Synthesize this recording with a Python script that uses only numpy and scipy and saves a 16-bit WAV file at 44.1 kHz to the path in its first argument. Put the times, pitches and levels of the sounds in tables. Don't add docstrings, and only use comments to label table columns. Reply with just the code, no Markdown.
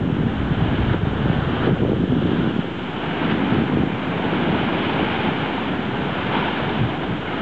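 import sys
import numpy as np
from scipy import signal
from scipy.io import wavfile
from scipy.ndimage import uniform_filter1d

SR = 44100
rng = np.random.default_rng(int(sys.argv[2]) if len(sys.argv) > 2 else 0)


def put_to_file(sound):
    columns = np.atleast_2d(sound).T
    safe = np.clip(columns, -1, 1)
    whole_steps = np.round(safe * 32767)
    wavfile.write(sys.argv[1], SR, whole_steps.astype(np.int16))


def field_ratio(decibels):
    return 10 ** (np.asarray(decibels, dtype=float) / 20)


N = 327037
MIRROR_HZ = 765

# [t/s, peak/dB, f/Hz]
EARLY_SUCKS = [(0.018, -12, 137), (0.0615, -13, 208), (0.077, -12.9, 172), (0.1016, -10, 218),
               (0.1278, -8.5, 143), (0.169, -13, 232), (0.1933, -10.5, 183), (0.211, -9, 168),
               (0.236, -11, 242), (0.255, -23, 125), (0.2693, -7.5, 180), (0.5106, -8.5, 174),
               (0.6135, -11, 177), (0.626, -7, 128), (0.6446, -19, 110), (0.6617, -10.5, 229),
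               (0.7563, -17, 113), (0.7684, -16, 110), (0.79, -11, 179), (0.8703, -15, 191),
               (0.887, -9.5, 183), (0.916, -10, 120), (0.9457, -7.5, 306), (1.0363, -9, 119),
               (1.073, -8, 160), (1.2529, -16, 165), (1.261, -5.5, 190), (1.2976, -21, 110),
               (1.306, -8, 158), (1.3346, -13, 202), (1.3668, -11, 180), (1.388, -9.5, 139),
               (1.5362, -11, 217), (1.5452, -17, 262), (1.6464, -12, 234), (1.665, -14, 306),
               (1.676, -4, 272), (1.694, -11, 400), (1.707, -14, 123), (1.7313, -10, 159),
               (1.806, -10.5, 234), (1.8357, -6.5, 276), (1.851, -8.5, 382), (1.9005, -9, 182),
               (1.92, -7, 290), (1.9333, -7.5, 350), (1.955, -20, 110), (1.9988, -16, 147),
               (2.018, -11.5, 198), (2.0399, -5, 226), (2.1, -10, 163), (2.108, -11, 190),
               (2.1238, -7, 286), (2.1681, -8, 236), (2.2263, -10.5, 328), (2.247, -11, 204),
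               (2.2585, -9, 256), (2.275, -11, 204)]
# [t/s, peak/dB, f/Hz]
LATE_SUCKS = [(2.318, -9.5, 276), (2.3352, -8, 252), (2.389, -8.5, 188), (2.416, -12, 185),
              (2.445, -10.5, 265), (2.4635, -14.0, 279), (2.4766, -7, 232), (2.511, -12.5, 285),
              (2.5657, -10, 226), (2.593, -5.5, 200), (3.2177, -10.5, 277), (3.2552, -10, 201),
              (3.3104, -14.5, 284), (3.3253, -9.5, 183), (3.4231, -13, 235), (3.5251, -9, 170),
              (3.5415, -11, 272), (3.5513, -8.5, 282), (3.5632, -13, 334), (3.575, -16, 142),
              (3.6116, -9, 260), (3.64, -10, 244), (3.6991, -11.5, 250), (3.7597, -12.5, 148),
              (3.7727, -4.5, 280), (3.7945, -12, 237), (3.8142, -11, 212), (3.8369, -6, 256),
              (3.875, -11, 206), (4.2539, -10, 283), (4.3314, -10.5, 329), (4.3701, -13, 229),
              (4.4252, -10, 222), (4.4473, -16, 268), (4.4901, -13, 420), (4.501, -22, 136),
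              (4.509, -14, 154), (4.5285, -8.5, 282), (4.5515, -12, 254), (4.615, -11, 316),
              (4.708, -16, 329), (4.9988, -13, 344), (5.0177, -17, 259), (5.0375, -17, 324),
              (5.271, -15, 270), (5.2883, -10, 229), (5.8911, -14, 242), (6.0256, -16, 175),
              (6.3203, -13, 264), (6.335, -17, 390), (6.367, -14, 265), (6.4288, -19, 290),
              (6.6836, -12.5, 206), (6.8157, -9, 151), (6.8248, -13, 149), (6.8342, -10, 176),
              (6.8422, -9.5, 133), (7.1143, -18.5, 147)]
# [t/s, peak/dB, f/Hz]
SMALL_SUCKS = [(0.0544, -16, 239), (0.3577, -17, 200), (.8367, -11, 119), (0.9396, -14, 400),
               (1.2583, -14, 210), (1.4777, -12, 170), (1.5112, -15, 220), (1.749, -16, 241),
               (1.9716, -13, 201), (2.148, -18, 220), (2.373, -15, 230), (2.645, -15, 400),
               (2.686, -16, 240), (3.1382, -17, 230), (3.3765, -14, 220), (3.438, -12, 230),
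               (3.8826, -23, 300), (3.9024, -16, 330), (4.1299, -17, 300), (4.4648, -13, 230),
               (4.575, -16, 250), (4.914, -17, 238), (5.2539, -15, 242), (6.7755, -15, 221),
               (6.8518, -15, 150), (6.8916, -18, 220), (7.0961, -14.5, 200), (7.2345, -23, 327),
               (7.283, -16, 240), (7.3443, -15.5, 260)]
# [t/s, peak/dB, f/Hz]
STRONG_PUSHES = [(.079, -17, 201), (.463, -15, 200), (0.581, -13, 170), (1.22, -13.5, 170),
                 (1.681, -10.5, 400), (1.690, -11, 398), (1.711, -9.5, 262), (1.88, -15, 260),
                 (1.896, -11, 340), (2.08, -15, 298), (2.191, -11, 220), (2.237, -15, 217),
                 (2.402, -16, 300), (2.504, -16, 273), (3.341, -13, 220), (3.512, -14, 280),
                 (3.622, -8, 226), (4.198, -13, 330), (4.869, -12.5, 192)]
# [t/s, peak/dB, f/Hz]
MORE_PUSHES = [(0.0525, -20, 272.0), (0.1885, -12, 187.0), (0.2495, -14, 186.0), (0.2585, -11.5, 191.0),
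               (0.5543, -17, 191.0), (0.7167, -12, 169.0), (0.7248, -14.0, 147), (0.7339, -10.5, 211.0),
               (0.881, -12.5, 110.0), (0.9347, -16, 232), (1.135, -14, 250.0), (1.292, -14, 186.0),
               (1.3018, -5.5, 204.0), (1.426, -11.5, 141.0), (1.4737, -18, 172.0), (1.6567, -15, 170.0),
               (1.6726, -8, 307.0), (1.995, -16, 140.0), (2.2054, -15, 195.0), (2.254, -10, 225),
               (2.3978, -9, 172), (2.4562, -14.0, 193.0), (2.4645, -11, 202.0), (3.2452, -11.5, 220.0),
               (3.3915, -19, 186.0), (3.403, -11, 260.0), (4.2422, -18, 218), (4.3269, -13, 187),
               (4.3935, -12, 218.0), (4.4743, -14, 213.0), (4.5003, -10, 206.0), (4.5471, -21, 142),
               (4.726, -12, 247.0), (4.8086, -13, 250.0), (5.0095, -11, 293.0), (5.04, -22, 247.0),
               (5.0703, -15, 208.0), (5.2748, -13, 213.0), (5.3186, -13, 220.0), (5.7939, -12, 210),
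               (5.9926, -14, 231.0)]
# [t/s, level/dB, upper-middle hiss from facing the sea/dB, fineness of foam/dB]
SURF_COURSE = [(0.0, -36.5, -10.5, 0), (0.31, -33.5, -12.5, -1), (0.76, -29.5, -11.5, -0.5),
               (0.93, -28.5, -14.5, -2.5), (1.0, -34, -10, -0.5), (1.3, -30, -14, -1),
               (1.67, -29, -14.5, -2), (1.73, -34.5, -11.5, -1), (2.13, -34.5, -14.5, 1.5),
               (2.35, -30, -15, 0), (2.73, -36, -7.5, 2.5), (3.24, -28.5, -8.5, 0), (3.9, -32.5, -7.5, -.5),
               (4.27, -28, -8.5, -0.5), (5.14, -27.5, -5.5, 2), (5.9, -30.5, -10, -0.4), (6.45, -28, -7, 1),
               (7.17, -32, -10, 0)]
# [t/s, extra level/dB, length/s, extra weight of water/dB]
SLAB_HITS = [(0.91, -19, 0.027, -2), (1.54, -16, 0.038, 2), (1.662, -7, 0.024, 0), (3.25, -22, 0.041, 0.5),
             (3.316, -2, 0.012, -11), (3.538, -9.5, 0.054, -0.5), (4.24, -23, 0.014, 3),
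             (5.275, -14, 0.0081, 2), (5.605, -36, 0.049, 1), (6.352, -7.5, 0.035, 2.5),
             (1.6, -17, .08, -2.5), (3.28, -21, .09, -2), (6.43, -17, 0.21, -1), (4.85, -14, 0.017, -5),
             (6.22, -16, 0.0205, -3), (6.744, -19, 0.079, 2), (7.38, -8, 0.088, -1.5)]


def evened(x):
    return x / np.sqrt(np.mean(x ** 2) + 1e-20)


def column(rows, t, count):
    rows = np.asarray(rows, float)
    return np.interp(t, rows[:, 0], rows[:, count])


def drift(shape, size):
    z = rng.standard_normal(shape)
    for axis, n in enumerate(size):
        z = uniform_filter1d(uniform_filter1d(z, n, axis), n, axis)
    return evened(z)


def noise(field_db, size):
    a, b = np.moveaxis(rng.standard_normal(field_db.shape + (2,)), -1, 0)
    spectrum = (a + 1j * b) * field_ratio(field_db)
    return signal.istft(spectrum.T, nperseg=size, noverlap=size * 3 // 4)[1][:N]


def grid(size):
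    frame_s = np.arange(4 * N // size + 6)[:, None] * size / 4 / SR
    return frame_s, np.fft.rfftfreq(size, 1 / SR)[None]


def colour(points, hz):
    f, db = np.transpose(points)
    return np.interp(np.log(hz + 1), np.log(f + 1), db, left=-120, right=-120)


def eddy(hz, cycles):
    u = np.arange(1500) / SR * hz
    vent = signal.butter(2, 0.38 * hz, "high", fs=SR)
    pulse = signal.lfilter(*vent, np.sin(2 * np.pi * u) * u * np.exp(-u / cycles))
    return pulse / abs(pulse).max()


def thumps(cycles=0.35, db=0.5, higher=1.037):
    # [t/s, peak/dB, f/Hz]
    last_sucks = [
        (7.4028, -28, 230),
        (7.408, -16.5, 251),
        (7.4152, -18, 217),
    ]
    sucks = EARLY_SUCKS + LATE_SUCKS + SMALL_SUCKS + last_sucks
    out = np.zeros(N + 1500)
    for gain, rows in ((0.91, sucks), (-0.94, STRONG_PUSHES + MORE_PUSHES)):
        for s, peak_db, hz in rows:
            pulse = eddy(higher * hz, cycles)
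            start = round(s * SR) - pulse.argmin()
            out[start:][:1500] += gain * field_ratio(peak_db + db) * pulse
    return out[:N]


def buffet(level, pitch, per_s, db, spread_db=2.0, clump_db=1.0, cycles=0.59, scatter=.28, suction=.75):
    t, out = np.arange(N) / SR, np.zeros(N)
    pitches = np.geomspace(80, 700, num=16)
    which = np.searchsorted(pitches, pitch * np.exp(scatter * rng.standard_normal(N)))
    knots = N // 100 + 2
    clumps = np.interp(t, np.arange(knots) * 100 / SR, drift((knots,), size=(9,)))
    size = field_ratio(spread_db * np.minimum(rng.exponential(1, N), 3) + clump_db * clumps)
    size = size * (rng.random(N) < per_s / SR)
    size = size * np.where(rng.random(N) < suction, 1, -1)
    for k, hz in enumerate(pitches):
        out += signal.oaconvolve(size * (which == k), eddy(hz, cycles))[:N]
    return out / np.sqrt(uniform_filter1d(out ** 2, size=3000) + 1e-9) * field_ratio(level + db)


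def lull(depth=0.88, width_s=0.0053):
    t = np.arange(N) / SR
    strong = EARLY_SUCKS + LATE_SUCKS + STRONG_PUSHES + MORE_PUSHES + SMALL_SUCKS
    near_s = np.min(abs(t[::64, None] - np.transpose(strong)[0]), axis=1)
    return 1 - depth * np.exp(-(np.interp(t, t[::64], near_s) / width_s) ** 2)


def rumble(level, lumpy_db=4.0, lean=0.4):
    # [f/Hz, density/dB per Hz]
    rumble_spectrum = [(15, -36.5), (30, -23.5), (50, -4.5), (66, 2), (82, 1), (110, -3.5), (160, -8.5),
                       (260, -24.5)]
    # [t/s, level/dB, length/s]
    leans = [(0.108, -3, 0.023), (0.208, -3, 0.031), (0.374, -5, 0.03), (0.831, 6, 0.066),
             (0.996, -3, 0.088), (1.072, -5, 0.014), (1.285, 0, 0.08), (1.366, -1, 0.044),
             (1.492, 2, 0.042), (1.682, 2, 0.08), (1.805, -4.5, 0.08), (2.105, 0, 0.08), (2.196, -2, 0.027),
             (2.31, -15, 0.073), (2.393, 11, 0.09), (2.563, -10, 0.064), (2.782, 0, 0.036),
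             (2.92, 3, 0.045), (3.004, -2, 0.025), (3.076, -2, 0.037), (3.205, -3, 0.023),
             (3.273, 10, 0.08), (3.472, -1, 0.078), (3.617, 3, 0.08), (3.688, -2, 0.034), (3.763, 3, 0.054),
             (3.949, -3, 0.021), (4.044, -6, 0.087), (4.216, -3, 0.035), (4.353, 6, 0.08),
             (4.551, -1, 0.037), (5.154, -8, 0.08), (5.335, -3, 0.023), (5.4, 1, 0.045), (5.483, -7, 0.08),
             (5.703, 6, 0.072), (5.824, -6, 0.036), (6.039, -6, 0.03), (6.352, -3, 0.032),
             (6.538, -6, 0.08), (6.725, -6, 0.032), (6.823, 12, 0.067), (6.92, -2, 0.01),
             (7.032, -3, 0.063), (7.282, 0, 0.061)]
    t, hz = grid(size=2048)
    lumps = lumpy_db * drift((len(t), 1), size=(2,))
    raw = noise(colour(rumble_spectrum, hz) + lumps, size=2048)
    power = uniform_filter1d(uniform_filter1d(raw ** 2, size=2400), size=2400)
    steady = raw / np.sqrt(power + 1e-12)
    s, heave_db, length = np.transpose(leans)[:, :, None]
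    u = np.arange(0, N, 64) / SR
    bumps = (heave_db * np.exp(-((u - s) / length) ** 2)).sum(0)
    heave = np.interp(np.arange(N) / SR, u, bumps)
    return steady * field_ratio(level + lean * heave)


def air(t):
    # [t/s, strength/dB, weight of large slow gusts/dB, share of small quick eddies/dB]
    wind_course = [(0.0, -21.5, -8, -4), (0.35, -27.5, -2, -6.5), (0.75, -23.5, 2, -3.5),
                   (1.2, -27.5, 3, -2.5), (1.6, -28.5, 3.5, -1.5), (1.8, -19, -6.5, -3.5),
                   (2.45, -22.5, -8, -7.5), (2.65, -29, -10.5, -8), (3.0, -29.5, -14.5, -5),
                   (3.3, -24.5, -13, -5.5), (3.8, -20, -12.5, -10), (3.97, -29, -14.5, -6),
                   (4.45, -23, -14.5, -7), (5.0, -27, -12.5, 0), (5.5, -27.5, -20, -6),
                   (6.2, -28, -8.5, -3), (6.7, -28, -8.5, -3), (7.42, -35, -4, -2)]
    # [t/s, level/dB, length/s, extra weight/dB]
    gust_bumps = [(.09, -2.5, 0.067, 0), (0.245, 5, 0.047, -1.5), (0.395, 2.5, 0.046, 4.5),
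                  (.5, 1, 0.054, 4.5), (0.623, 2, 0.034, 0.5), (0.93, 3, 0.023, 2), (0.988, -10, 0.036, 7),
                  (1.047, 3, 0.018, -5), (1.273, 4, .04, -2.5), (1.695, 11.5, 0.052, -8.5),
                  (1.77, -8.5, 0.025, 6), (2.025, 2, 0.026, -4.5), (2.064, -5, 0.022, -2),
                  (2.137, 5, 0.036, -4.5), (2.247, 7, 0.024, 5), (2.58, -3, 0.017, 2), (3.31, -1, 0.02, 3),
                  (3.468, -1, 0.033, -0.5), (3.56, 8, 0.032, -1.5), (3.68, -4.5, 0.023, -0.5),
                  (3.798, 2, 0.05, -0.5), (3.917, 1.5, .05, -3), (4.133, 3.5, 0.045, -5.5),
                  (2.85, -2, 0.07, -3.5), (5.2, -0.5, 0.044, 2), (5.93, 1, .04, -1.5),
                  (6.154, -0.5, 0.05, -2.5), (6.56, -4, .05, -2.5), (4.52, 4, .05, 2), (4.748, 2, 0.028, 1),
                  (5.01, 7.5, 0.041, 4), (5.27, 8, 0.022, 0), (5.72, 2.5, 0.056, 4), (6.01, 5, 0.036, 0),
                  (6.37, -3, 0.054, 2), (6.646, -1, 0.069, 7), (6.829, 9.5, 0.028, 0.5),
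                  (7.113, 8, 0.04, 1)]
    s, db, length, extra = np.transpose(gust_bumps)[:, :, None]
    bumps = np.exp(-((t - s) / length) ** 2)
    steady = column(wind_course, t, count=1)
    gust, heavy = (db * bumps).sum(0), (extra * bumps).sum(0)
    small = steady + column(wind_course, t, count=3) + 0.56 * gust - 0.064 * heavy
    return steady + gust, column(wind_course, t, count=2) + heavy, small


def wind():
    t = np.arange(N) / SR
    strength, weight, quick = (np.interp(t, t[::64], v) for v in air(t[::64]))
    large_hz = 195.45 * 2 ** (-0.02 * (weight + 5))
    large = buffet(strength, large_hz, per_s=400, db=-0.5)
    small = buffet(quick, 400., per_s=460, db=-3.5, cycles=0.71, scatter=.18)
    return (large + small) * lull() + rumble(strength + weight) * lull(depth=0.45) + thumps()


def slaps(t):
    hits = sum(field_ratio(db) * np.exp(-((t - s) / length) ** 2) for s, db, length, _ in SLAB_HITS)
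    return 20 * np.log10(1 + hits)


def surf(crest=0.24, mirror=0.22, patchy_db=0.5, flicker_db=0.5, low_follow=0.44):
    # [f/Hz, density/dB per Hz]
    foam_spectrum = [(30, -32), (70, -25.5), (110, -13), (200, -2), (350, -3), (570, -13), (800, -9),
                     (1100, -11), (1800, -15), (2800, -17), (3500, -21), (3850, -31), (4200, -35.5),
                     (4700, -42.5), (5600, -49)]
    t, hz = grid(size=512)
    level, facing, bright = (column(SURF_COURSE, t, count=k) for k in (1, 2, 3))
    body = 0.45 * (facing + 6.5) - 0.16 * bright
    body = body + sum(db * np.exp(-((t - s) / length) ** 2) for s, _, length, db in SLAB_HITS)
    echo = mirror / (1 + (hz / 3500) ** 8) * np.exp(-2j * np.pi * hz / MIRROR_HZ)
    shape = colour(foam_spectrum, hz) + 20 * np.log10(abs(1 + echo))
    band = (hz[0] > 650) & (hz[0] < 1800)
    shape = shape - 10 * np.log10(np.sum(field_ratio(shape[0, band]) ** 2))
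    upper = np.clip((hz - 2300) / 600, 0, 1) * (bright + 0.24)
    middle = np.exp(-((hz - 2330) / 380) ** 2) * (facing + 6.06)
    middle = middle + np.exp(-((hz - 830) / 280) ** 2) * (body + 0.13)
    swing = level - level.mean() + slaps(t)
    follow = low_follow + (1 - low_follow) * np.clip(hz / 600, 0, 1)
    follow = follow + crest * np.clip((hz - 3600) / 800, 0, 1)
    field = shape + upper + middle + level.mean() + follow * swing
    field = field + patchy_db * drift((len(t), hz.size), size=(14, 4))
    field = field + flicker_db * drift((len(t), 1), size=(5,))
    return field_ratio(2.0) * noise(field, size=512)


def spray(per_s=1500, spread_db=1.5, db=-10):
    out, t = np.zeros(N), np.arange(N) / SR
    which = rng.integers(0, 14, N)
    size = field_ratio(spread_db * np.minimum(rng.exponential(1, N), 4))
    size = size * (rng.random(N) < per_s / SR)
    for k, hz in enumerate(np.geomspace(600, 3300, num=14)):
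        u = np.arange(400) / SR * hz
        pop = np.sin(2 * np.pi * u * (1 + 0.028 * u)) * u * np.exp(-u / 1.1)
        out += signal.oaconvolve(size * (which == k), pop)[:N]
    out = out + 0.38 * np.roll(out, round(SR / MIRROR_HZ))
    swell = column(SURF_COURSE, t, count=1) + np.interp(t, t[::64], slaps(t[::64]))
    return evened(out) * field_ratio(swell + db)


def gulps(cycles=3.42, glide=0.0091, db=-1.0):
    # [t/s, level/dB, f/Hz]
    folds = [(3.322, -23, 910), (3.553, -27, 750), (4.238, -29, 830), (4.546, -17.5, 860),
             (4.895, -19, 807), (4.995, -15, 710), (5.082, -18, 830), (5.156, -31, 685), (5.263, -19, 818),
             (5.285, -16, 829), (5.582, -17.5, 850), (6.3, -24, 950), (6.318, -22, 900), (6.331, -22, 860),
             (6.342, -21, 930), (6.357, -20, 2250), (6.36, -25, 3050), (6.3546, -13, 880),
             (6.368, -19, 875), (6.428, -16, 904), (6.448, -18, 1460), (6.486, -15.5, 880),
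             (6.482, -19, 1500), (6.566, -18, 1604), (7.288, -25, 796), (7.338, -23, 880)]
    out = np.zeros(N)
    for s, level_db, hz in folds:
        u = np.arange(1200) / SR * hz
        swell = u / cycles * np.exp(1 - u / cycles - (u / 9) ** 2)
        ring = np.sin(2 * np.pi * u * (1 - 3 * glide + glide * u)) * swell
        start = round((s - .8 * cycles / hz) * SR)
        out[start:][:1200] += field_ratio(level_db + db) * ring
    return out


def bubbles():
    # [t/s, level/dB, f/Hz, length/s, share of rise]
    pockets = [
        (7.263, -32, 2215, .04, .27),
        (7.285, -33, 1275, .095, .02),
        (7.25, -33, 1500, .035, .02),
        (7.39, -31, 1310, .02, .02),
        (7.32, -35, 2200, .022, .15),
    ]
    out = np.zeros(N)
    for s, db, hz, length, rise in pockets:
        t = np.arange(round(length * SR)) / SR
        pitch = hz * (1 - rise * np.exp(-5.5 * t / length))
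        pitch = pitch * (1 + 0.015 * drift((len(t),), size=(150,)))
        ring = np.sin(2 * np.pi * np.cumsum(pitch) / SR) * np.hanning(len(t))
        out[round(s * SR):][:len(t)] += field_ratio(db) * ring
    return out


def scene():
    return (surf() + spray() + gulps() + wind() + bubbles())[None]


def low_pass(x):
    return signal.sosfilt(signal.butter(12, 15700, fs=SR, output="sos"), x)


def record(dry):
    # [f/Hz, level/dB]
    whines = [(4388, -76), (6222.2, -85), (6666.6, -85), (7584, -89)]
    t = np.arange(N) / SR
    thinned = signal.sosfilt(signal.butter(2, 55, "high", fs=SR, output="sos"), dry)
    top = np.where(thinned > 0, .45, .62)
    limited = top * np.tanh(thinned / top)
    held = signal.sosfilt(signal.butter(4, 4300, fs=SR, output="sos"), limited)
    own = field_ratio(-59) * rng.standard_normal(N)
    own = own + sum(field_ratio(db + 1.5) * np.sin(2 * np.pi * hz * t) for hz, db in whines)
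    gentle = signal.firwin(151, 7950, window=("kaiser", 8), fs=SR)
    steep = signal.firwin(601, 8260, window=("kaiser", 8), fs=SR)
    edge = np.convolve(gentle, steep)
    padded = np.pad(held + own, ((0, 0), (400, 400)), "edge")
    banded = signal.oaconvolve(padded, edge[None], "same")[:, 400:-400]
    mix = banded - .0077
    return low_pass(mix)


dry = scene()
out = record(dry)
put_to_file(out)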